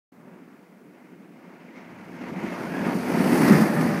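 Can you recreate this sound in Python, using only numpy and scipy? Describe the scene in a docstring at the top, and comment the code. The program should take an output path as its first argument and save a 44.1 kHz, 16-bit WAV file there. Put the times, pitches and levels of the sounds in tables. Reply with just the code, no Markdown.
"""A low, juddering rumble swells as a bobsled runs down a covered ice track, sweeps past and draws away.
Its runners chatter over rough ice: dense small bumps shake hull and track (rumble), grind the steel
(grind, rasp) and shave off ice (scrape, spray). Ridges in the ice jolt the hull into damped thumps.
The Doppler effect lowers the resonances as the sled passes. The microphone adds a thin hiss."""
import sys
import numpy as np
from scipy import signal
from scipy.fft import rfft, irfft
from scipy.io import wavfile
from scipy.ndimage import uniform_filter1d, map_coordinates

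SR = 44100
rng = np.random.default_rng(int(sys.argv[2]) if len(sys.argv) > 2 else 0)


def dump(signal):
    """Clip the signal to [-1, 1] and save it as 16-bit WAV at the path in sys.argv[1]."""
    limited = np.clip(np.atleast_2d(signal).T, -1, 1)
    pcm = np.round(limited * 32767).astype(np.int16)
    wavfile.write(sys.argv[1], SR, pcm)


N = 176400
TIME_S = np.arange(N) / SR


def amp(db):
    return 10 ** (np.asarray(db) / 20)

def unit_rms(x):
    return x / np.sqrt(np.mean(x ** 2) + 1e-20)

def curve(rows, column=1):
    """Linear interpolation of one table column over time."""
    return np.interp(TIME_S, [r[0] for r in rows], [r[column] for r in rows])

def coloured(x, spectrum):
    """Spectral shaping by an envelope on a log-frequency axis, at unit rms."""
    points_hz, points_db = np.transpose(spectrum)
    hz = np.fft.rfftfreq(N, 1 / SR)
    gain_db = np.interp(np.log(hz + 1), np.log(points_hz + 1), points_db, -100, -100)
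    return unit_rms(irfft(rfft(x) * amp(gain_db), N))

def resonance(x, hz, width_hz):
    """Forced resonance: two cascaded stages, each width_hz wide, follow the curve hz."""
    carrier = np.exp(2j * np.pi * np.cumsum(hz) / SR)
    pole = np.exp(-np.pi * width_hz / SR)
    for _ in range(2):
        x = unit_rms((carrier * signal.lfilter([1 - pole], [1, -pole], x / carrier)).real)
    return x

def with_modes(body, drive, modes, shift, lift_db=0):
    """Modal superposition on a broad body; the reversed drive acts as a second stream of bumps."""
    rings = sum(amp(db + lift_db) * resonance(drive[::-1], hz * shift, width) for hz, width, db in modes)
    return (body + rings) / np.sqrt(1 + sum(amp(db) ** 2 for _, _, db in modes))

def wobble(hz):
    """Random modulation: noise low-passed at hz, at unit rms."""
    b, a = signal.butter(2, hz, fs=SR)
    return unit_rms(signal.lfilter(b, a, rng.standard_normal(N)))

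def bumps(per_s, spread_db):
    """Shot noise: rough ice gives irregular impulses of uneven size."""
    size = amp(spread_db * np.minimum(rng.exponential(1, N), 4)) * rng.choice([-1., 1.], N)
    return unit_rms(size * (rng.random(N) < per_s / SR))

def patchy(x, frames, bins):
    """Spectral modulation: louder and softer patches, 1 dB rms, over time and frequency."""
    spectra = signal.stft(x, nperseg=512, noverlap=384)[2]
    field = rng.standard_normal(spectra.shape[::-1]).T
    patch_db = unit_rms(uniform_filter1d(uniform_filter1d(field, bins, 0), frames, 1))
    return unit_rms(signal.istft(spectra * amp(patch_db), nperseg=512, noverlap=384)[1][:N])

def doppler(speed_m_s=26.1, nearest_m=4.46, nearest_s=3.45):
    """Doppler effect: the frequency ratio is above 1 on approach and below 1 in retreat."""
    along_m = speed_m_s * (TIME_S - nearest_s)
    receding_m_s = speed_m_s * along_m / np.hypot(along_m, nearest_m)
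    return 1 / (1 + receding_m_s / 331)

def slowed(x, shift, share):
    """Time dilation: the whole spectrum sinks by a share (0-1) of the Doppler slide."""
    return map_coordinates(x, [np.cumsum((shift / shift[0]) ** share)], order=3)

def microphone_hiss(level_db=-71):
    """Self-noise: the microphone adds a steady white floor."""
    return amp(level_db) * rng.standard_normal(N)

# Spectrum of the ice spray: frequency_hz, gain_db
SPRAY_SPECTRUM = [(4350, 5.5), (6900, -7), (7500, -3), (8560, 2), (11000, 2), (12800, 0), (15500, -4.5)]
def spray():
    """Shot noise: tiny impulses of shaved ice merge into a high hiss."""
    return patchy(coloured(bumps(per_s=20000, spread_db=1), SPRAY_SPECTRUM), frames=12, bins=16)

# Spectrum of steel shaving ice: frequency_hz, gain_db
SCRAPE_SPECTRUM = [(1940, -7), (3300, -4.5), (4750, -1.5), (6600, -5.5), (7700, -14.5), (9750, -32)]
def scrape():
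    """Abrasion: the runners shave the ice in a dense train of bright clicks."""
    return patchy(coloured(bumps(per_s=12000, spread_db=-4), SCRAPE_SPECTRUM), frames=12, bins=10)

# Spectrum of the rasp on approach: frequency_hz, gain_db
RASP_SPECTRUM = [(940, -26), (1600, -5.5), (1960, -3.5), (2180, -2.5), (2650, -7.5), (3500, -20),
                 (4550, -36)]
# Resonance in the rasp: pitch_hz, width_hz, level_db (relative to the broad rasp)
RASP_MODES = [(1930, 260, -6.5)]
# Changing prominence of that resonance: time_s, lift_db
RASP_MODE_LIFT = [(.13, -3), (1.65, -1), (1.69, 9), (1.73, 0), (1.76, 6.5), (1.93, 5.5), (2.0, 1),
                  (2.45, 3), (2.7, -8), (3.35, -2), (3.48, 5), (3.62, 0)]
def rasp(grit, shift):
    """Friction noise: fine roughness drives a broad band and one flickering resonance."""
    body = slowed(coloured(grit, RASP_SPECTRUM), shift, share=.6)
    body = patchy(body, frames=14, bins=5)
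    lift_db = curve(RASP_MODE_LIFT) + 2.2 * wobble(hz=24.9)
    return with_modes(body, grit, RASP_MODES, shift, lift_db)

# Path of a hollow band: time_s, pitch_hz, level_db (relative to the grind)
HOLLOW_SWEEP = [(2.45, 1150, -20), (2.55, 1210, -17), (2.75, 1640, -3), (2.95, 1720, -27)]
def hollow_band(grit):
    """Swept resonance: a hollow band climbs as the sled swings into view."""
    return amp(curve(HOLLOW_SWEEP, column=2)) * resonance(grit[::-1], curve(HOLLOW_SWEEP), width_hz=230)

# Spectrum of steel grinding on ice: frequency_hz, gain_db
GRIND_SPECTRUM = [(240, -25), (400, -3.5), (440, -5.5), (584, -2), (1280, -9), (1800, -12.5), (2340, -27)]
# Runner modes at rest: pitch_hz, width_hz, level_db (relative to the broad grind)
RUNNER_MODES = [(622, 45, -13), (860, 50, -13), (1320, 50, -17)]
def grind(roughness, shift, behind_db=4):
    """Directivity: rough ice excites the runners, whose modes stand out more from behind the sled."""
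    lift_db = behind_db * (shift.max() - shift) / np.ptp(shift)
    steel = with_modes(coloured(roughness, GRIND_SPECTRUM), roughness, RUNNER_MODES, shift, lift_db)
    return patchy(steel, frames=16, bins=4)

# Spectrum of the deepest boom: frequency_hz, gain_db
BOOM_SPECTRUM = [(26, -66), (45, -18), (91, -11.5), (140, -3), (180, -46)]
# Strength of the boom: time_s, level_db (relative to the rumble)
BOOM_LEVELS = [(.13, -19), (1.3, -36), (2.0, -11), (3.0, -20), (4.0, -19)]
def boom(knocks):
    """Low-frequency excitation: bumps give a deep band that waxes and wanes under the rumble."""
    return amp(curve(BOOM_LEVELS)) * coloured(knocks[::-1], BOOM_SPECTRUM)

# Spectrum of the shaking hull and track on approach: frequency_hz, gain_db
RUMBLE_SPECTRUM = [(79, -27), (135, -15), (162, -0.5), (188, -0.5), (243, 1.5), (344, -4.5), (520, -12.5),
                   (680, -45)]
# Hull modes at rest: pitch_hz, width_hz, level_db (relative to the broad rumble)
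HULL_MODES = [(170, 33, -10), (222.8, 18.8, -12), (311, 87, -11.5)]
def rumble(knocks, shift):
    """Forced vibration: dense bumps shake hull and track and keep the hull's modes ringing."""
    body = slowed(coloured(knocks, RUMBLE_SPECTRUM), shift, share=.5)
    return with_modes(body, knocks, HULL_MODES, shift)

# Jolts over ridges: start_s, rumble_lift_db, grind_rasp_lift_db, scrape_spray_lift_db,
# blow_db (relative to the rumble)
RIDGE_JOLTS = [(1.755, 2, 0.5, 3, 1), (2.207, 5, 4, 3, 9.5), (2.308, 3, -4.5, -4, 10.5),
               (2.356, 1.5, 0, 0, 6.5), (2.429, 7.5, 3, 7, 11.5), (2.852, 1.5, -3, 3, 5.5),
               (2.941, 6, -3.5, 5.5, 4.5), (3.505, 5.5, -0.5, -3.5, 5.5), (3.601, 6, 2.5, 4, 7)]
def jolt_lifts_db(rise_s=.0054, fall_s=.033):
    """Transient excitation: each jolt briefly shifts the levels of the five running layers."""
    lifts_db = np.zeros((5, N))
    for start_s, low, mid, high, _ in RIDGE_JOLTS:
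        age_s = np.maximum(TIME_S - start_s, 0)
        pulse = (1 - np.exp(-age_s / rise_s)) * np.exp(-age_s / fall_s)
        lifts_db += np.outer([low, mid, mid, high, high], pulse)
    return lifts_db

def thumps(shift, rise_s=.009):
    """Damped free vibration: each jolt strikes the hull once, and wider modes die away sooner."""
    out, rumble_db = np.zeros(N), curve(PASS_LEVELS)
    age_s = np.arange(SR // 4) / SR
    attack = 1 - np.exp(-(age_s / rise_s) ** 2)
    first_mode_db = HULL_MODES[0][2]
    for start_s, *_, blow_db in RIDGE_JOLTS:
        at = round(start_s * SR)
        rings = sum(amp(db - first_mode_db) * np.exp(-age_s * width)
                    * np.sin(2 * np.pi * hz * shift[at] * age_s) for hz, width, db in HULL_MODES)
        out[at:at + len(age_s)] += (amp(rumble_db[at] + blow_db) * attack * rings)[:N - at]
    return out

# Base levels as the sled nears and leaves: time_s, rumble_db, grind_db, rasp_db, scrape_db, spray_db
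PASS_LEVELS = [(.13, -51.5, -60.5, -69.5, -79, -86), (.3, -47.5, -53.5, -64, -78.5, -92),
               (.55, -49.5, -57.5, -65, -76, -88), (.68, -55, -59.5, -66.5, -78, -90),
               (.88, -47.5, -59, -66, -80, -86), (1.01, -52.5, -56.5, -62.5, -76, -86),
               (1.12, -47, -59, -63.5, -76.5, -85), (1.3, -48.5, -58, -64, -78, -85),
               (1.51, -47.5, -53, -59, -71.5, -84), (1.73, -47.5, -54.5, -57, -71, -82),
               (1.77, -45.5, -50, -54.5, -65.5, -80), (1.92, -47.5, -50.5, -55.5, -69.5, -76),
               (2.15, -42, -47, -53.5, -65, -69), (2.21, -40, -45, -51, -62.5, -71),
               (2.33, -36, -40, -47, -59, -64.5), (2.46, -34.5, -41, -43, -57, -64),
               (2.56, -37.5, -36.5, -45, -54.5, -58), (2.7, -30.5, -37.5, -45, -55.5, -56.5),
               (2.82, -27, -34.5, -40, -53.5, -56), (2.87, -25.5, -28.5, -38, -51, -54.5),
               (2.99, -30.5, -36, -44, -53, -52.5), (3.16, -23, -29.5, -37, -47.5, -47),
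               (3.3, -21, -29, -35, -44.5, -42), (3.41, -17, -27, -34, -42.5, -40),
               (3.53, -16, -24, -30.5, -38, -38.5), (3.65, -22, -27.5, -37.5, -45.5, -44),
               (3.77, -24, -30.5, -37, -50, -47), (3.82, -19.5, -30, -36.5, -47, -45.5),
               (4.0, -27.5, -33.5, -38, -49, -51.5)]
def sled(shift):
    """Common amplitude modulation: five layers swell with the pass and share one judder and chatter."""
    judder, chatter = wobble(hz=24), wobble(hz=60)
    knocks = bumps(per_s=3000, spread_db=3)
    roughness = bumps(per_s=8000, spread_db=2)
    grit = bumps(per_s=9000, spread_db=1.5)
    layers = np.array([rumble(knocks, shift) + boom(knocks),
                       grind(roughness, shift) + hollow_band(grit),
                       rasp(grit, shift), scrape(), spray()])
    pass_db = np.array([curve(PASS_LEVELS, column) for column in range(1, 6)])
    judder_db = np.outer([.38, .29, .22, .24, .17], judder)
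    chatter_db = np.outer([.76, .41, 1, .65, 1], chatter)
    return (layers * amp(pass_db + jolt_lifts_db() + judder_db + chatter_db)).sum(0)

def scene():
    """Superposition: running noise and thumps add in one channel under the same Doppler shift."""
    shift = doppler()
    return (sled(shift) + thumps(shift))[None]

def record(dry, start_s=.1188, low_cut_hz=83, high_cut_hz=15780):
    """Band limiting: sled and hiss begin abruptly and lose their deepest bass and highest treble."""
    onset = np.clip((TIME_S - start_s) / .0047, 0, 1)
    heard = (dry + microphone_hiss()) * onset
    heard = signal.sosfilt(signal.butter(2, low_cut_hz, "high", fs=SR, output="sos"), heard)
    low_pass = signal.firwin(1023, high_cut_hz, window=("kaiser", 9), fs=SR)
    return signal.oaconvolve(heard, low_pass[None], "same")


dry = scene()
out = record(dry)
dump(out)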